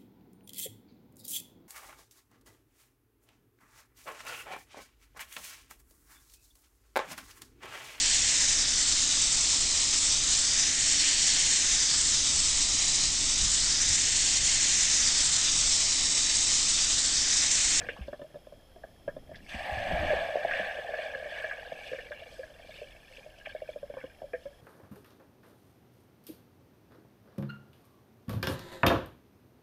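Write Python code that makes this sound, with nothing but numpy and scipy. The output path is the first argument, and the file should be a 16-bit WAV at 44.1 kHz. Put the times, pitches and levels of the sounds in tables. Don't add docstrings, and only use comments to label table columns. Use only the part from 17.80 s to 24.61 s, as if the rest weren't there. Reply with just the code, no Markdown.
import sys
import numpy as np
from scipy import signal
from scipy.fft import rfft, irfft
from scipy.io import wavfile
from scipy.ndimage import uniform_filter1d

SR = 44100
rng = np.random.default_rng(int(sys.argv[2]) if len(sys.argv) > 2 else 0)


def wav_record(signal):
    frames = np.transpose(np.atleast_2d(signal))
    bounded = np.clip(frames, -1, 1)
    quanta = np.round(bounded * 32767).astype(np.int16)
    wavfile.write(sys.argv[1], SR, quanta)


N = 300321
TIME = np.arange(N) / SR
AGE = np.arange(SR // 3) / SR
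GRID_HZ = np.maximum(np.fft.rfftfreq(4096, 1 / SR), 1)

# freq_hz, gain_db
BED_EQ = [(20, 5.5), (45, 8.5), (100, -0.5), (200, -6), (400, -10.5), (1000, -16), (1400, -17),
          (2400, -20.5), (4200, -24), (7000, -29), (9800, -32.5), (11700, -32.5), (13000, -27),
          (15300, -35)]
# centre_hz, half_width_hz, gain_db
BED_BELLS = [(605, 240, 8.5), (1660, 88, -48), (3250, 204, 12), (5246, 186, 10.5), (8140, 270, -2)]
# pitch_hz, level_db
WHINE_TONES = [(10645, -80), (10693, -88), (10741, -93), (13187, -88)]
# time_s, level_db
SURGE_LEVELS = [(0, -44), (.55, -67), (1.05, -61.5), (1.35, -53), (1.65, -52), (2.25, -40.5), (2.55, -51),
                (3.1, -62), (6.81, -67.5)]
# freq_hz, gain_db
CASE_EQ = [(100, 0.5), (400, -14.5), (950, -28.5), (1400, -23.5), (2000, -19.5), (3300, -35), (4000, -34),
           (7000, -43), (11000, -44.5), (15000, -71)]
# centre_hz, half_width_hz, gain_db
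CASE_BELLS = [(600, 149, 21.5), (807.4, 143, 14), (1123, 233, 16), (1685.4, 209, 20), (2324, 230, 11.5),
              (2822, 297, 13.5), (3400, 322, 14), (4900, 900, -5), (4840, 780, 10.5), (6200, 280, 4.5),
              (8100, 410, 9), (13300, 1200, 15)]
# time_s, coarseness (under 1 fine, over 1 coarse)
COARSENESS = [(0, 2.35), (1.76, 0.2), (2.65, 0.79), (4.6, 1.9), (6.81, 1.12)]
# start_s, level_db, centre_hz, decay_s
SNAP_HITS = [(0.0152, -35, 1740, 0.031), (0.087, -25, 1810, 0.033), (0.092, -36, 2730, 0.092),
             (.165, -45, 1040, 0.1), (0.214, -48.5, 2800, 0.11), (.272, -58, 4800, 0.062),
             (0.331, -41, 1190, 0.039), (1.035, -44, 1430, 0.061), (1.28, -38, 1410, 0.06),
             (1.5563, -47.5, 4500, 0.064), (1.692, -43, 3570, 0.13), (1.748, -36.5, 3040, 0.028),
             (1.748, -55, 7000, .04), (2.3041, -31.5, 2140, 0.12), (2.6305, -31, 1680, .05),
             (2.7112, -22, 1700, 0.049), (2.7351, -23, 2180, .018), (2.7738, -33, 1950, .02),
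             (3.1408, -30.5, 1640, 0.068), (3.3476, -25.5, 1590, 0.019), (3.644, -24.5, 1690, 0.015),
             (3.711, -27.5, 1660, 0.056), (4.13, -37, 1560, 0.077), (4.186, -37, 1700, 0.08),
             (4.318, -34, 1620, 0.054), (4.631, -38.5, 1580, 0.046), (4.96, -46, 3400, 0.075),
             (5.37, -43.5, 3070, 0.031), (5.585, -57, 5600, .03), (5.6584, -33, 2400, 0.034),
             (6.168, -46.5, 1020, .1), (6.533, -35, 1860, 0.071)]
# start_s, level_db, pitch_hz, decay_s, knock_db (relative to the bubble)
GLUG_HITS = [(0.089, -36, 490, .022, -17), (0.2805, -37, 570, 0.061, -9), (0.3289, -35.5, 592, 0.041, -10),
             (.3932, -43.5, 580, .058, -11), (0.4156, -40.5, 566, .05, -6.5),
             (.4424, -46.5, 603, 0.063, -16), (0.5427, -47.5, 570, 0.038, -4), (.556, -39, 565, 0.036, -14),
             (0.6682, -45, 577, 0.068, -10.5), (0.7225, -43.5, 570, 0.032, -14.5),
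             (.9596, -51.5, 650, 0.13, -2.5), (1.0386, -37.5, 640, 0.016, -20),
             (1.2774, -28, 573, 0.04, -11.5), (1.3648, -37, 575, .04, -13), (1.492, -47, 600, .05, -25),
             (1.5136, -41, 605, 0.037, -10.5), (1.8931, -33.5, 757, 0.085, -37),
             (2.111, -28, 715, 0.02, -19), (2.165, -32, 680, 0.11, -31), (2.3016, -24, 607, .13, -21),
             (2.3331, -25, 537, 0.019, -35), (2.5554, -21, 627, 0.016, -28),
             (2.648, -22, 690, 0.024, -24.5), (2.795, -29.5, 612, 0.085, -24),
             (2.9851, -31, 607, 0.02, -22), (3.0901, -32, 630, 0.023, -26),
             (3.1354, -32.5, 627, 0.037, -27), (3.1879, -30, 622, 0.039, -25),
             (3.2551, -37, 615, 0.16, -30), (3.3504, -36.5, 537, 0.078, -21),
             (3.4254, -39.5, 575, 0.043, -15), (3.4568, -34.5, 573, 0.081, -31),
             (3.6406, -33, 610, .035, -30), (3.9195, -33, 600, 0.031, -17), (4.1157, -36, 486, 0.072, -18),
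             (4.1316, -32, 532, 0.039, -21), (4.1845, -43, 486, 0.098, -24), (4.3068, -39, 560, 0.078, -33),
             (4.42, -43, 623, 0.053, -36), (4.591, -38, 508, 0.14, -28), (4.6296, -46.5, 614, 0.32, -22),
             (4.8903, -45.5, 620, 0.057, -18), (5.015, -41.5, 593, 0.066, -26),
             (5.016, -45.5, 451, 0.18, -28), (5.3807, -48.5, 520, 0.042, -19),
             (5.4608, -44, 600, 0.035, -20), (5.67, -38, 650, 0.018, -25), (6.1393, -39, 600, 0.0085, -13),
             (6.4178, -36, 626, 0.019, -15), (6.4396, -39, 567, 0.082, -33), (6.5341, -33.5, 472, 0.1, -28),
             (6.5342, -39, 641, 0.079, -27), (6.6546, -39, 542, 0.13, -13)]
# pitch_hz, level_db, t60_s
KNOCK_RING = [(150, -1, 0.071), (263.4, 3.5, 0.056), (357, 7, 0.029), (1013, -7.5, 0.08),
              (1183, -12, 0.055), (1620, -8, 0.058), (2700, -14, 0.031), (3340, -14, 0.047)]
# start_s, level_db, pitch_hz, t60_s
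POCKET_HITS = [(0.19, -39, 192, 0.08), (.209, -30, 61.4, 0.19), (1.529, -46, 150, .09),
               (1.744, -34, 221, 0.066), (1.753, -32, 65.3, 0.11), (1.922, -30, 69.6, .19),
               (1.972, -32, 99, 0.13), (2.121, -34, 167, 0.204), (2.132, -26.5, 58, 0.2),
               (2.196, -28.5, 75, .3), (2.331, -35.5, 63, 0.3), (2.801, -43, 202, .23)]
# peak_s, length_s, medium_bubbles_db, small_bubbles_db, spray_db
SLOSHES = [(1.55, 0.069, -49.5, -70, -73), (1.67, 0.15, -76, -56.5, -64), (2.782, 0.43, -34.5, -40, -57),
           (3.218, 0.27, -41, -43.5, -59), (3.587, 0.54, -41, -45, -59), (4.069, 0.45, -58.5, -46.5, -59),
           (4.395, 0.28, -66, -51.5, -82), (4.55, 0.3, -82, -68, -60.5), (4.954, 0.43, -73, -51.5, -61.5),
           (5.357, 0.26, -82, -55, -63), (5.687, 0.25, -52, -51.5, -67.5), (5.899, 0.13, -64, -54.5, -67),
           (6.196, 0.22, -54, -56, -72), (6.637, 0.19, -65, -66, -70.5)]

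STRAY_LARGE_DB, STRAY_MEDIUM_DB, STRAY_SMALL_DB, STRAY_FOAM_DB = -67, -75.5, -81, -80
NECK_S = 0.0017
ENTRY_S, FULLEST_S, SETTLE_S = 1.683, 2.33, 0.17


def from_db(db):
    return 10 ** (np.asarray(db) / 20)


def unit_rms(x):
    return x / np.sqrt(np.mean(x ** 2) + 1e-20)


def sum_db(*amplitudes):
    return 10 * np.log10(sum(amplitude ** 2 for amplitude in amplitudes) + 1e-12)


def automation(points):
    return np.interp(TIME, *np.transpose(points))


def add(out, start_s, sound):
    start = max(round(start_s * SR), 0)
    out[start:start + len(sound)] += sound[:max(N - start, 0)]


def band(x, low_hz, high_hz, order=2):
    return signal.sosfilt(signal.butter(order, [low_hz, high_hz], "band", fs=SR, output="sos"), x)


def drift(per_s):
    steps = rng.standard_normal(2000)
    return unit_rms(np.interp(TIME * per_s, np.arange(len(steps)), steps))


def eq_impulse(curve, bells=()):
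    hz, db = np.transpose(curve)
    curve_db = np.interp(np.log(GRID_HZ), np.log(hz), db)
    for centre_hz, half_width_hz, gain_db in bells:
        curve_db += gain_db * np.exp(-((GRID_HZ - centre_hz) / half_width_hz) ** 2)
    cepstrum = irfft(np.log(from_db(curve_db)))
    half = len(cepstrum) // 2
    causal = np.r_[cepstrum[0], 2 * cepstrum[1:half], np.zeros(half)]
    return irfft(np.exp(rfft(causal)))


def through(x, impulse):
    return signal.oaconvolve(x, impulse)[:len(x)]


def swell(rise_s, t60_s):
    shape = (1 - np.exp(-(AGE / rise_s) ** 2)) * np.exp(-np.log(1000) * AGE / t60_s)
    return shape / shape.max()


def pool_reverb(x, t60_s, wet_db):
    tail = rng.standard_normal(len(AGE)) * swell(0.0069, t60_s)
    return x + from_db(wet_db) * through(x, tail / np.sqrt(np.sum(tail ** 2)))


def bed():
    murmur = unit_rms(through(rng.standard_normal(N), eq_impulse(BED_EQ, BED_BELLS)))
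    whine = sum(from_db(db) * np.sqrt(2) * np.sin(2 * np.pi * hz * TIME + 0.52 * drift(8.9))
                for hz, db in WHINE_TONES)
    return from_db(-58) * murmur + whine


def surge():
    colour = eq_impulse([(15, 10), (30, -10), (48, -26.5), (75, -1.5), (115, -13.5), (170, -10.5),
                         (300, -13), (450, -23.5), (900, -58)])
    level_db = automation(SURGE_LEVELS) + 2 + 3.3 * drift(17)
    return from_db(level_db) * unit_rms(through(rng.standard_normal(N), colour))


def toy_wake(db, fade_db_per_s):
    return from_db(db - fade_db_per_s * TIME)


def swarm(level_db, case, low_hz, high_hz, per_s, cycles, spread_db, coarseness=1, sizes=47):
    rate = np.clip(per_s * from_db(1.5 * (level_db + 50)), per_s / 3.5, SR / 6)
    born = rng.random(N) < rate * from_db(2.5 * drift(45)) / SR
    strengths = from_db(spread_db * np.minimum(rng.exponential(1, N), 3)) * rng.choice([-1, 1], N)
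    kicks = born * strengths / np.sqrt(rate)
    pitch_slot = (sizes * rng.random(N) ** coarseness).astype(int)
    rings = np.zeros(N)
    for slot, hz in enumerate(np.geomspace(low_hz, high_hz, sizes)):
        radius = np.exp(-np.log(1000) * hz / (cycles * SR))
        poles = [1, -2 * radius * np.cos(2 * np.pi * hz / SR), radius ** 2]
        rings += signal.lfilter([hz, 0, -hz], poles, kicks * (pitch_slot == slot) + 1e-18)
    rings = unit_rms(through(rings, case))
    local_power = uniform_filter1d(rings ** 2, int(0.07 * SR))
    return from_db(level_db) * rings / np.sqrt(local_power + 0.079)


def cloud(case, medium_strokes, small_strokes):
    coarseness = automation(COARSENESS)
    spill = from_db(-10) * medium_strokes
    large_db = sum_db(toy_wake(db=-45.5, fade_db_per_s=65), spill, from_db(STRAY_LARGE_DB),
                      plunge(db=-32, attack_s=0.19, grow_db_per_s=7, settle_db=3, fade_db_per_s=9))
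    medium_db = sum_db(
        toy_wake(db=-49, fade_db_per_s=62), medium_strokes, from_db(STRAY_MEDIUM_DB),
        plunge(db=-39, attack_s=0.048, grow_db_per_s=8.5, settle_db=13, fade_db_per_s=5.5))
    small_db = sum_db(
        toy_wake(db=-52.5, fade_db_per_s=50), small_strokes, from_db(STRAY_SMALL_DB),
        plunge(db=-40.5, attack_s=0.0097, grow_db_per_s=10.5, settle_db=5.5, fade_db_per_s=18.5))
    rush_db = sum_db(toy_wake(db=-50.5, fade_db_per_s=80), spill,
                     plunge(db=-38, attack_s=0.013, grow_db_per_s=16, settle_db=10, fade_db_per_s=7.5))
    large = swarm(large_db, case, 467, 839, per_s=260, cycles=27.4, spread_db=5, coarseness=coarseness)
    medium = swarm(medium_db, case, 1505, 2068, per_s=400, cycles=79, spread_db=6, coarseness=coarseness)
    small = swarm(small_db, case, 2136, 4520, per_s=850, cycles=89, spread_db=4)
    rush = unit_rms(through(band(rng.standard_normal(N), 746, 3400, order=3), case))
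    return large + medium + pool_reverb(small, t60_s=0.18, wet_db=-13) + from_db(rush_db) * rush


def spray(case, strokes):
    level_db = sum_db(
        toy_wake(db=-62, fade_db_per_s=34), strokes, from_db(STRAY_FOAM_DB),
        plunge(db=-55.5, attack_s=0.0042, grow_db_per_s=1.5, settle_db=2.5, fade_db_per_s=10))
    fizz = swarm(level_db - 3.5, case, 3924, 7250, per_s=1500, cycles=170, spread_db=2.5)
    ticks = swarm(level_db - 11, case, 5300, 15600, per_s=1700, cycles=57, spread_db=7)
    hiss = unit_rms(through(band(rng.standard_normal(N), 4560, 14000), case))
    return fizz + ticks + from_db(level_db) * hiss


def snaps(case):
    out = np.zeros(N)
    for start_s, db, hz, decay_s in SNAP_HITS:
        spurt = band(rng.standard_normal(len(AGE)), hz * 0.84, hz * 1.284)
        envelope = swell(0.00028, decay_s * 1.49)
        burst = through(spurt * envelope, case)
        makeup_gain = np.sqrt(np.sum(envelope ** 2) / np.sum(burst ** 2))
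        add(out, start_s, from_db(db - 8) * makeup_gain * burst)
    return out


def bubble(hz, rise_s, t60_s, glide=0, scoop=0):
    lag_s = scoop * NECK_S * (1 - np.exp(-AGE / NECK_S))
    bent_age = AGE * (1 + glide * (AGE - 2 * rise_s)) - lag_s
    return swell(rise_s, t60_s) * np.sin(2 * np.pi * hz * bent_age)


def glugs(hits):
    out = np.zeros(N)
    for start_s, db, hz, decay_s, knock_db in hits:
        glide = rng.normal(0.4, 0.92)
        echo_s = rng.normal(0.00898, 0.00206)
        jitters = rng.standard_normal(len(KNOCK_RING))
        tone = bubble(hz * 1.03, rise_s=0.0029, t60_s=decay_s * 0.76, glide=glide, scoop=0.21)
        push = bubble(hz * 0.23, rise_s=0.0024, t60_s=0.023)
        knock = sum(from_db(mode_db + 2 * jitter)
                    * bubble(mode_hz * (1 + 0.045 * jitter), rise_s=0.0011, t60_s=t60_s)
                    for (mode_hz, mode_db, t60_s), jitter in zip(KNOCK_RING, jitters))
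        add(out, start_s, from_db(db) * (tone + from_db(-37.5) * push + from_db(knock_db - 5.5) * knock))
        add(out, start_s + echo_s, from_db(db - 7) * tone)
    return out


def pockets():
    out = np.zeros(N)
    for start_s, db, hz, t60_s in POCKET_HITS:
        add(out, start_s, from_db(db) * bubble(hz, rise_s=0.0012, t60_s=t60_s, glide=-0.24))
    return out


def paddling(edge_db=-11.5, rise_share=0.42):
    power = np.zeros((3, N))
    for peak_s, length_s, *levels_db in SLOSHES:
        phase = (TIME - peak_s) / length_s
        from_peak = np.maximum(-phase / rise_share, phase / (1 - rise_share))
        envelope = from_db(edge_db * np.minimum(from_peak, 10))
        power += np.outer(from_db(levels_db), envelope) ** 2
    return np.sqrt(power)


def plunge(db, attack_s, grow_db_per_s, settle_db, fade_db_per_s):
    attack = 1 - np.exp(-np.maximum(TIME - ENTRY_S, 0) / attack_s)
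    before_s, after_s = np.maximum(FULLEST_S - TIME, 0), np.maximum(TIME - FULLEST_S, 0)
    settled = 1 - np.exp(-(after_s / SETTLE_S) ** 2)
    return attack * from_db(db - grow_db_per_s * before_s - settle_db * settled - fade_db_per_s * after_s)


def gulps(count=8):
    # start_s, level_db, pitch_hz, decay_s, knock_db
    first = np.array([5.7486, -33, 596, 0.03, -31.5])
    step = np.array([0.07, -0.64, -11, 0.0046, 3])
    return [first + k * step for k in range(count)]


def scene():
    case = eq_impulse(CASE_EQ, CASE_BELLS)
    medium_strokes, small_strokes, spray_strokes = paddling()
    hits = from_db(5.5) * (glugs(GLUG_HITS + gulps()) + snaps(case))
    foreground = pool_reverb(hits, t60_s=0.3, wet_db=-21)
    thumps = from_db(-1.5) * pockets()
    froth = cloud(case, medium_strokes, small_strokes) + spray(case, spray_strokes)
    return (foreground + thumps + froth + surge() + bed())[None]


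def record(dry):
    low_cut = signal.butter(2, 20, "high", fs=SR, output="sos")
    high_cut = signal.ellip(10, 0.2, 70, 15350, fs=SR, output="sos")
    return signal.sosfilt(high_cut, signal.sosfilt(low_cut, dry))


dry = scene()
out = record(dry)
wav_record(out)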